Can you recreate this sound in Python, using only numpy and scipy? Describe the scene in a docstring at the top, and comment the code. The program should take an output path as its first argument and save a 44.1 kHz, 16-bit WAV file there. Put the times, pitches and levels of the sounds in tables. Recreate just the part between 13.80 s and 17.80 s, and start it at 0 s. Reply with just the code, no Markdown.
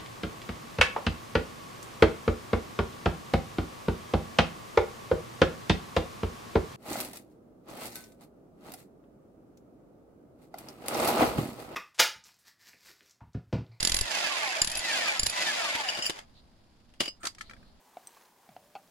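"""Sharp hammer blows over a motor whirr: an electric chisel cuts the copper winding off a motor
stator on outdoor paving, in three short bursts. After each, its motor and gears coast down in pitch.
The winding crunches as it is pulled free and dropped on spare steel chisels, which clink and jangle.
Last, the loose bit scrapes and rattles in its holder as the tool is lifted.
A low outdoor rumble lies underneath."""
import sys
import numpy as np
from scipy import signal
from scipy.fft import rfft, irfft, next_fast_len
from scipy.io import wavfile
from scipy.ndimage import map_coordinates

SR = 44100
rng = np.random.default_rng(int(sys.argv[2]) if len(sys.argv) > 2 else 0)


def generate_wav(sig):
    """Save sig (samples, or channels by samples) to the path in sys.argv[1] as 16-bit PCM at SR."""
    pcm = np.round(np.clip(np.atleast_2d(sig).T, -1, 1) * 32767).astype(np.int16)
    wavfile.write(sys.argv[1], SR, pcm)


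N = 176400
TIME_S = np.arange(N) / SR
AGE_S = TIME_S[:SR // 3]  # time since a contact


def amp(db):
    """Decibels to gain."""
    return 10 ** (np.asarray(db) / 20)


def unit(x):
    """Scale to rms 1."""
    return x / np.sqrt(np.mean(x ** 2) + 1e-20)


def at_hz(points, hz):
    """Interpolate (Hz, value) points on a log frequency axis."""
    knots_hz, values = np.transpose(points)
    return np.interp(np.log(hz + 1), np.log(knots_hz + 1), values)


def curve(points):
    """Interpolate (s, value) points at every sample."""
    return np.interp(TIME_S, *np.transpose(points))


def wobble(rate_hz):
    """Smooth random curve with rate_hz knots a second."""
    knots = rng.standard_normal(int(4 * rate_hz) + 8)
    return map_coordinates(knots, [TIME_S * rate_hz], mode="mirror")


def filtered(x, response):
    """Apply a frequency response, given as a function of Hz."""
    size = next_fast_len(x.shape[-1] + 4096)
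    hz = np.fft.rfftfreq(size, 1 / SR)
    return irfft(rfft(x, size) * response(hz), size)[..., :x.shape[-1]]


# Each row: frequency in Hz, left-right correlation.
STEREO_CORRELATION = [(60, 0.64), (250, 0.84), (600, 0.56), (1200, 0), (2500, 0.37), (5000, 0), (12000, 0)]
def noise(spectrum):
    """Coloured stereo noise of rms 1, alike in the bass and unrelated in the treble."""
    def mid_side_gains(hz):
        angle = np.arccos(np.clip(at_hz(STEREO_CORRELATION, hz), -1, 1)) / 2
        return amp(at_hz(spectrum, hz)) * [np.cos(angle), np.sin(angle)]
    mid, side = filtered(rng.standard_normal((2, N)), mid_side_gains)
    return unit(np.array([mid + side, mid - side]))


def panned(x, points):
    """Pan along (s, left minus right dB) points."""
    return x * amp(np.outer([.5, -.5], curve(points)))


def add(track, start_s, x):
    """Mix x into the track in place."""
    part = track[..., max(0, round(start_s * SR)):][..., :x.shape[-1]]
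    part += x[..., :part.shape[-1]]


def bursts(events, spectrum, rise_s, hold_s, rough_db):
    """Rough noise that rises, holds and decays for each (start s, level dB, T60 s) event."""
    envelope = np.zeros(N)
    attack = 1 - np.exp(-AGE_S / rise_s)
    for start_s, db, t60_s in events:
        decay_db = 60 * np.maximum(AGE_S - hold_s, 0) / t60_s
        add(envelope, start_s, amp(db - decay_db) * attack)
    return envelope * noise(spectrum) * unit(amp(rough_db * wobble(900)))


def ring(modes, tuning, detune):
    """Struck steel: decaying modes, mixed anew for each contact and channel."""
    hz, db, t60_s = np.transpose(modes)[:, :, None]
    shape = (2, len(modes), 1)
    hz = hz * tuning * (1 + detune * rng.standard_normal(hz.shape))
    db = db + rng.uniform(-3, 3, shape)
    waves = np.sin(2 * np.pi * (hz * AGE_S + rng.random(shape)))
    attack = 1 - np.exp(-AGE_S / .00084)
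    return (waves * amp(db - 60 * AGE_S / t60_s)).sum(1) * attack


def resonate(drive, modes, half_width_hz):
    """Continuously driven steel: resonances of equal width, output at rms 1."""
    def response(hz):
        return sum(amp(db) / (1 + 1j * (hz - mode_hz) / half_width_hz) for mode_hz, db, _ in modes)
    return unit(filtered(drive, response))


# Each row: on in seconds, off in seconds.
TRIGGER_S = [(0, .245), (.805, 1.05), (1.39, 1.62)]
def shaft_speed(full_hz=507.0, spin_up_s=.05, coast_s=.46):
    """Shaft rate in Hz: starts at full speed, coasts on release, spins up on the trigger."""
    hz = np.full(N, full_hz)
    for on_s, off_s in TRIGGER_S:
        gap_hz = np.interp(on_s, TIME_S, hz) - full_hz
        rising_hz = full_hz + gap_hz * np.exp(-abs(TIME_S - on_s) / spin_up_s)
        hz = np.where(TIME_S > on_s, rising_hz, hz)
        falling_hz = np.interp(off_s, TIME_S, hz) * np.exp(-abs(TIME_S - off_s) / coast_s)
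        hz = np.where(TIME_S > off_s, falling_hz, hz)
    return hz


# Each row: multiple of shaft rate, relative level in dB.
GEAR_FAN_ORDERS = [(2, -6), (3, -9), (4, -2), (5.3, -4), (6.5, -6), (8, 0), (9.4, -8), (10.8, -4), (12, -3),
                   (14.4, -5), (16, -3), (20, -8), (24, -9)]
# Each row: frequency in Hz, relative gain in dB.
GEARBOX_RESPONSE = [(200, -24), (450, -13), (650, 0), (850, 0), (1050, -5), (1250, -4), (1450, -7),
                    (1700, 2), (1900, -3), (2100, 1), (2550, 2), (2900, -5), (3600, -5), (4000, -8),
                    (4400, -3), (5000, -11), (7000, -12), (9000, -20)]
HOUSING_SPECTRUM = [(53, -62.5), (90, -42), (183, -15), (320, -7), (430, -14), (612, 1.5), (850, -1.5),
                    (1200, -5.5), (1750, -1), (2450, -2), (3500, -2), (4100, -5), (4840, -2.5), (5630, -8),
                    (6980, -7.5), (8300, -15.5), (10300, -15), (13500, -28.5), (15500, -56)]
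# Each row: time in seconds, level in dB.
WHIRR_LEVEL_DB = [(0, -41.5), (.23, -41), (.35, -30.5), (.55, -33.5), (.81, -35.5), (.83, -43.5),
                  (1.0, -37), (1.12, -31), (1.38, -35), (1.4, -46), (1.51, -38.5), (1.61, -30.5),
                  (1.8, -34), (2.0, -35.5), (2.18, -40), (2.28, -44.5), (2.33, -51), (2.39, -46.5),
                  (2.45, -69), (2.52, -74)]
# Each row: time in seconds, left minus right in dB.
WHIRR_PAN_DB = [(0, -4), (.5, -3.5), (1.2, -.5), (1.7, 0), (2.4, 0)]
def whirr(tones_db=-2.5, fade_db=2.6, chatter_db=2.0, grind_db=1.1, flutter_db=1.1):
    """Rough gear and fan tones and tooth chatter follow the shaft, radiated by gearbox and housing."""
    shaft_hz = shaft_speed()
    turns = np.cumsum(shaft_hz) / SR
    tones = np.zeros((2, N))
    for order, db in GEAR_FAN_ORDERS:
        phase = 2 * np.pi * (order * turns + rng.random((2, 1)))
        width_hz = 24 * order ** .85
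        gain = amp(db + fade_db * wobble(30) + at_hz(GEARBOX_RESPONSE, order * shaft_hz))
        tone = np.cos(phase) * (.5 + wobble(width_hz / 2)) + np.sin(phase) * wobble(2 * width_hz)
        tones += gain * tone
    teeth_db = chatter_db * (np.sin(2 * np.pi * turns) + wobble(500))
    chatter = unit(amp(teeth_db + grind_db * wobble(170))) * noise(HOUSING_SPECTRUM)
    envelope = amp(curve(WHIRR_LEVEL_DB) + flutter_db * wobble(70))
    return panned(envelope * (chatter + amp(tones_db) * unit(tones)), WHIRR_PAN_DB)


# Each row: nominal frequency in Hz, relative level in dB, T60 in seconds when struck.
BIT_MODES = [(1750, -17, 0.12), (2950, -15, 0.073), (4430, -13.5, 0.043), (4906, 8.5, 0.017),
             (7205, 4.5, 0.037), (10700, -13.5, 0.044), (10340, -10, 0.04), (14500, -15, .02)]
def loose_bit(relative_db=-14, swing_db=4.5):
    """The bit jingles in fits against its holder, following the whirr's level."""
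    taps = rng.standard_normal((2, N)) * amp(swing_db * wobble(45))
    return amp(curve(WHIRR_LEVEL_DB) + relative_db) * resonate(taps, BIT_MODES, half_width_hz=70)


# Each row: start in seconds, level in dB, ring and sizzle in dB re that level, ground offset in dB.
HAMMER_BLOWS = [(.004, -30, 1.5, -9.5, -3), (0.0273, -23, -11.5, -7, -3), (0.049, -19.5, -3.5, -20.5, 1.5),
                (0.0719, -20, -4, -13.5, -8.5), (0.0948, -24.5, -11, -8, -0.5),
                (0.1188, -21.5, -7.5, -12.5, 5.5), (.143, -21, -9, -7, 1), (0.1659, -23, -3.5, -7, 0),
                (.188, -25.5, -11, -8, -3), (0.2104, -25.5, 1, -6.5, 5), (0.8169, -22, 7, -7.5, 6),
                (0.8452, -24, -9.5, -8, -4), (0.8727, -26.5, -2.5, -5, -8), (0.8977, -33.5, -6, -5, -13),
                (0.9156, -33, 1, -2, -8), (.952, -27.5, -7, -7, -10), (0.9713, -31, -3.5, 3.5, -9),
                (.992, -35, 3, -4.5, -9), (1.3947, -26, 6, -6, 3), (1.4316, -28, 4, -6.5, 6.5),
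                (1.46, -28.5, -7, -8, -21), (1.4649, -22.5, -2.5, -6.5, 0.5), (1.497, -31.5, -0.5, -2, -14)]
# Each row: frequency in Hz, relative level in dB.
CRACK_SPECTRUM = [(100, -0.5), (300, -4), (900, -7), (2000, -3), (4500, 5), (6200, 1), (8500, -2),
                  (10800, -2.5), (11800, -13), (15500, -29.5)]
SIZZLE_SPECTRUM = [(6000, -42), (9600, -26), (10150, -8), (10400, -9), (10580, 0), (10780, 0), (11050, -13),
                   (11700, -34), (12800, -30), (13500, -18), (14500, -38)]
PAVING_SPECTRUM = [(20, -2.5), (42, 1.5), (80, -7.5), (140, -12.5), (300, -32.5), (1000, -70.5)]
# Each row: time in seconds, left minus right in dB.
BLOW_PAN_DB = [(0, -3), (0.202, -2.5), (0.848, 0.5), (1.45, -2.5)]
def hammer(crack_t60_s=.018, sizzle_t60_s=.06, rumble_t60_s=.16, rumble_db=-44.5, thump_db=-34):
    """Each blow cracks, rings the bit, sizzles its tip on copper and thumps the stator on the paving."""
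    cracks = [(s, db, crack_t60_s) for s, db, *_ in HAMMER_BLOWS]
    sizzles = [(s, db + sizzle_db, sizzle_t60_s) for s, db, _, sizzle_db, _ in HAMMER_BLOWS]
    rumbles = [(s, rumble_db + ground_db, rumble_t60_s) for s, *_, ground_db in HAMMER_BLOWS]
    steel = bursts(cracks, CRACK_SPECTRUM, rise_s=.00084, hold_s=.0034, rough_db=1.5)
    steel += bursts(sizzles, SIZZLE_SPECTRUM, rise_s=.001, hold_s=.0012, rough_db=2.5)
    ground = bursts(rumbles, PAVING_SPECTRUM, rise_s=.004, hold_s=.005, rough_db=2.5)
    push_age = AGE_S / .0028  # in time constants
    thump = -push_age * np.exp(1 - push_age) * (1 - push_age / 7)
    for start_s, db, ring_db, _, ground_db in HAMMER_BLOWS:
        add(steel, start_s, amp(db + ring_db) * ring(BIT_MODES, tuning=.99, detune=.005))
        add(ground, start_s, amp(thump_db + ground_db) * thump)
    return panned(steel, BLOW_PAN_DB) + ground * amp([[1.5], [-1.5]])


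def yard_echo(x, t60_s=.14, delay_s=.003):
    """Paving and walls return a short diffuse tail."""
    tail = rng.standard_normal((2, len(AGE_S))) * amp(-60 * AGE_S / t60_s) * (AGE_S > delay_s)
    return signal.fftconvolve(x, tail / np.linalg.norm(tail[0]), axes=1)[:, :N]


# Each row: frequency in Hz, relative level in dB.
AIR_SPECTRUM = [(25, -2), (70, -6), (130, -11), (240, -9), (420, -21.5), (700, -20), (1350, -26.5),
                (2500, -37), (4800, -28), (6500, -45.5), (10000, -41.5), (15000, -51.5)]
# Each row: time in seconds, level in dB.
AIR_LEVEL_DB = [(0, -88.5), (2.5, -59.5), (3.1, -61), (3.5, -61), (3.8, -55), (4, -60.5)]
def outdoor_air():
    """A faint low rumble fades in."""
    return amp(curve(AIR_LEVEL_DB)) * noise(AIR_SPECTRUM)


# Each row: start in seconds, level in dB, T60 in seconds, knock offset in dB.
COPPER_CRUNCHES = [(1.95, -25.5, 0.0479, -7.5), (2.17, -33.5, 0.058, -5.5), (2.187, -35, 0.041, 2),
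                   (2.2955, -24.5, 0.028, -5), (2.302, -32.5, 0.023, -1.5), (2.389, -36, 0.02, -4.5),
                   (3.137, -59, 0.079, -23), (3.2035, -20, 0.05, -3.5), (3.226, -35, 0.11, -11),
                   (3.253, -42, 0.077, -4), (3.277, -39, 0.042, -0.5)]
# Each row: frequency in Hz, relative level in dB.
COPPER_SPECTRUM = [(150, -42), (400, -9.5), (700, -4), (1200, -3), (3000, 4), (6000, -6), (11000, -10),
                   (15000, -30)]
KNOCK_SPECTRUM = [(50, -44), (125, -3), (200, -5.5), (320, 6), (450, -3), (650, 3), (950, -9), (1250, -5),
                  (4000, -52)]
# Each row: start in seconds, level in dB, tuning factor, tilt in dB per octave about 5 kHz.
SPARE_CLINKS = [(2.087, -32.5, 1.004, -8.5), (2.223, -31.5, 1.02, 2.5), (2.259, -37, 1.03, 19),
                (3.202, -34, .99, 3), (3.279, -36.5, 1.005, -1.5)]
# Each row: nominal frequency in Hz, relative level in dB, T60 in seconds when struck.
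SPARE_MODES = [(2865, 2.5, 0.076), (2972, 3.5, 0.055), (4786, 4.5, 0.066), (4970, 0.5, 0.13),
               (5490, -5.5, 0.16), (6880, -4, 0.13), (7800, -13, 0.093), (8720, -9, 0.037),
               (9700, -21, 0.16), (11700, -28, 0.1)]
def winding():
    """The copper bundle crunches, knocks and sets the spare chisels clinking."""
    crunches = [row[:3] for row in COPPER_CRUNCHES]
    knocks = [(s, db + knock_db, t60_s) for s, db, t60_s, knock_db in COPPER_CRUNCHES]
    out = bursts(crunches, COPPER_SPECTRUM, rise_s=.0012, hold_s=.0015, rough_db=4)
    out += bursts(knocks, KNOCK_SPECTRUM, rise_s=.0016, hold_s=.0018, rough_db=3)
    for start_s, clink_db, tuning, tilt in SPARE_CLINKS:
        modes = [(hz, db + tilt * np.log2(hz / 5000), t60_s) for hz, db, t60_s in SPARE_MODES]
        add(out, start_s, amp(clink_db) * ring(modes, tuning, detune=.0036))
    return out


# Each row: time in seconds, level in dB.
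JANGLE_LEVEL_DB = [(1.95, -83), (2.04, -44.5), (2.1, -38), (2.16, -39.5), (2.24, -34.5), (2.31, -39.5),
                   (2.34, -55.5), (2.39, -69), (2.46, -82), (2.55, -96), (3.19, -88.5), (3.206, -20.5),
                   (3.23, -37), (3.285, -38.5), (3.33, -81), (3.4, -97.5)]
def jangle(rough_db=5):
    """Scraping copper keeps the spare chisels ringing grittily."""
    grit = rng.standard_normal((2, N)) * amp(rough_db * (wobble(700) + wobble(90)))
    return amp(curve(JANGLE_LEVEL_DB)) * resonate(grit, SPARE_MODES, half_width_hz=28)


# Each row: centre in seconds, Gaussian width in seconds, level in dB.
HANDLING_SWISHES = [(2.58, 0.021, -60.5), (3.67, 0.032, -61), (3.88, 0.025, -69)]
# Each row: frequency in Hz, relative level in dB.
SWISH_SPECTRUM = [(1000, -28), (2800, -17), (4200, -1.5), (5500, -24), (12000, -39)]
def swishes():
    """Handling makes soft, brief swells of hiss."""
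    swells = [amp(db) * np.exp(-((TIME_S - s) / width_s) ** 2 / 2) for s, width_s, db in HANDLING_SWISHES]
    return noise(SWISH_SPECTRUM) * sum(swells)


# Each row: time in seconds, level in dB.
SLIDE_LEVEL_DB = [(3.39, -98), (3.408, -55.5), (3.428, -56.5), (3.435, -44), (3.448, -43.5), (3.459, -36.5),
                  (3.468, -37.5), (3.485, -52.5), (3.52, -97)]
# Each row: frequency in Hz, bandwidth in Hz, relative gain in dB.
SLIDE_RESONANCES = [(1353, 90, 3), (7000, 150, -11.5), (8240, 140, -6.5)]
def bit_slide(stop_s=3.469, rough_db=3.3):
    """The bit scrapes down its holder and rings when it meets the stop."""
    def response(hz):
        return sum(amp(db) * 1j * hz * width_hz / (mode_hz ** 2 - hz ** 2 + 1j * hz * width_hz)
                   for mode_hz, width_hz, db in SLIDE_RESONANCES)
    grit = rng.standard_normal((2, N)) * amp(rough_db * wobble(600))
    out = amp(curve(SLIDE_LEVEL_DB)) * unit(filtered(grit, response))
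    # Each row: frequency in Hz, level in dB, T60 in seconds.
    stop_modes = [(4820, -35.5, .11), (5750, -48, .08)]
    add(out, stop_s, ring(stop_modes, tuning=1, detune=.0026))
    return out


# Each row: start in seconds, level in dB, T60 in seconds, ring offset in dB, knock offset in dB.
BIT_CONTACTS = [(3.431, -44.5, 0.04, -3, -1), (3.44, -45, 0.026, -1, 10), (3.452, -28, 0.039, -20, -24),
                (3.465, -47, 0.013, -10, 7), (3.469, -21.5, 0.017, -32, -26), (3.472, -39, .06, -14, -33),
                (3.548, -46.5, .025, -23, -30), (3.583, -48, 0.08, -2.5, -27),
                (3.609, -38.5, 0.053, 0.5, -34), (3.696, -52, 0.051, 4, -0.5), (3.71, -60, 0.072, 11.5, 6),
                (3.734, -58, 0.037, 8.5, 2), (3.765, -73, 0.058, 11.5, -21), (3.828, -71.5, 0.091, 9, -12)]
# Each row: frequency in Hz, relative level in dB.
CLICK_SPECTRUM = [(200, -50), (700, -6), (1600, -4.5), (4500, -0.5), (7000, -3.5), (10000, -8.5),
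                  (15000, -29)]
# Each row: frequency in Hz before tuning, relative level in dB, T60 in seconds.
HOLDER_MODES = [(1417, 4, 0.035), (1770, 6, 0.03), (2020, 5.5, 0.028), (2550, 5.5, 0.028), (3486, 0, 0.025),
                (4740, -14, 0.1), (5710, -8, 0.035), (8900, -18, .035)]
def bit_rattle():
    """The bit clicks, knocks and rings in its holder as the tool is lifted."""
    clicks = [row[:3] for row in BIT_CONTACTS]
    knocks = [(s, db + knock_db, t60_s) for s, db, t60_s, _, knock_db in BIT_CONTACTS]
    out = bursts(clicks, CLICK_SPECTRUM, rise_s=.0015, hold_s=.002, rough_db=2.5)
    out += bursts(knocks, KNOCK_SPECTRUM, rise_s=.0031, hold_s=.0025, rough_db=2)
    for start_s, db, _, ring_db, _ in BIT_CONTACTS:
        add(out, start_s, amp(db + ring_db) * ring(HOLDER_MODES, tuning=.93, detune=.043))
    return out


# Each row: time in seconds, left minus right in dB.
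HANDLING_PAN_DB = [(3.45, -1.5), (3.6, 1)]
def scene(echo_db=-13):
    """Tool and metal in the yard, over a low outdoor rumble."""
    near = whirr() + loose_bit() + hammer() + winding() + jangle()
    near += panned(bit_rattle() + swishes() + bit_slide(), HANDLING_PAN_DB)
    return near + amp(echo_db) * yard_echo(near) + outdoor_air()


def record(dry):
    """Brick-wall low-pass at 15.8 kHz."""
    return filtered(dry, lambda hz: hz < 15800)


dry = scene()
out = record(dry)
generate_wav(out)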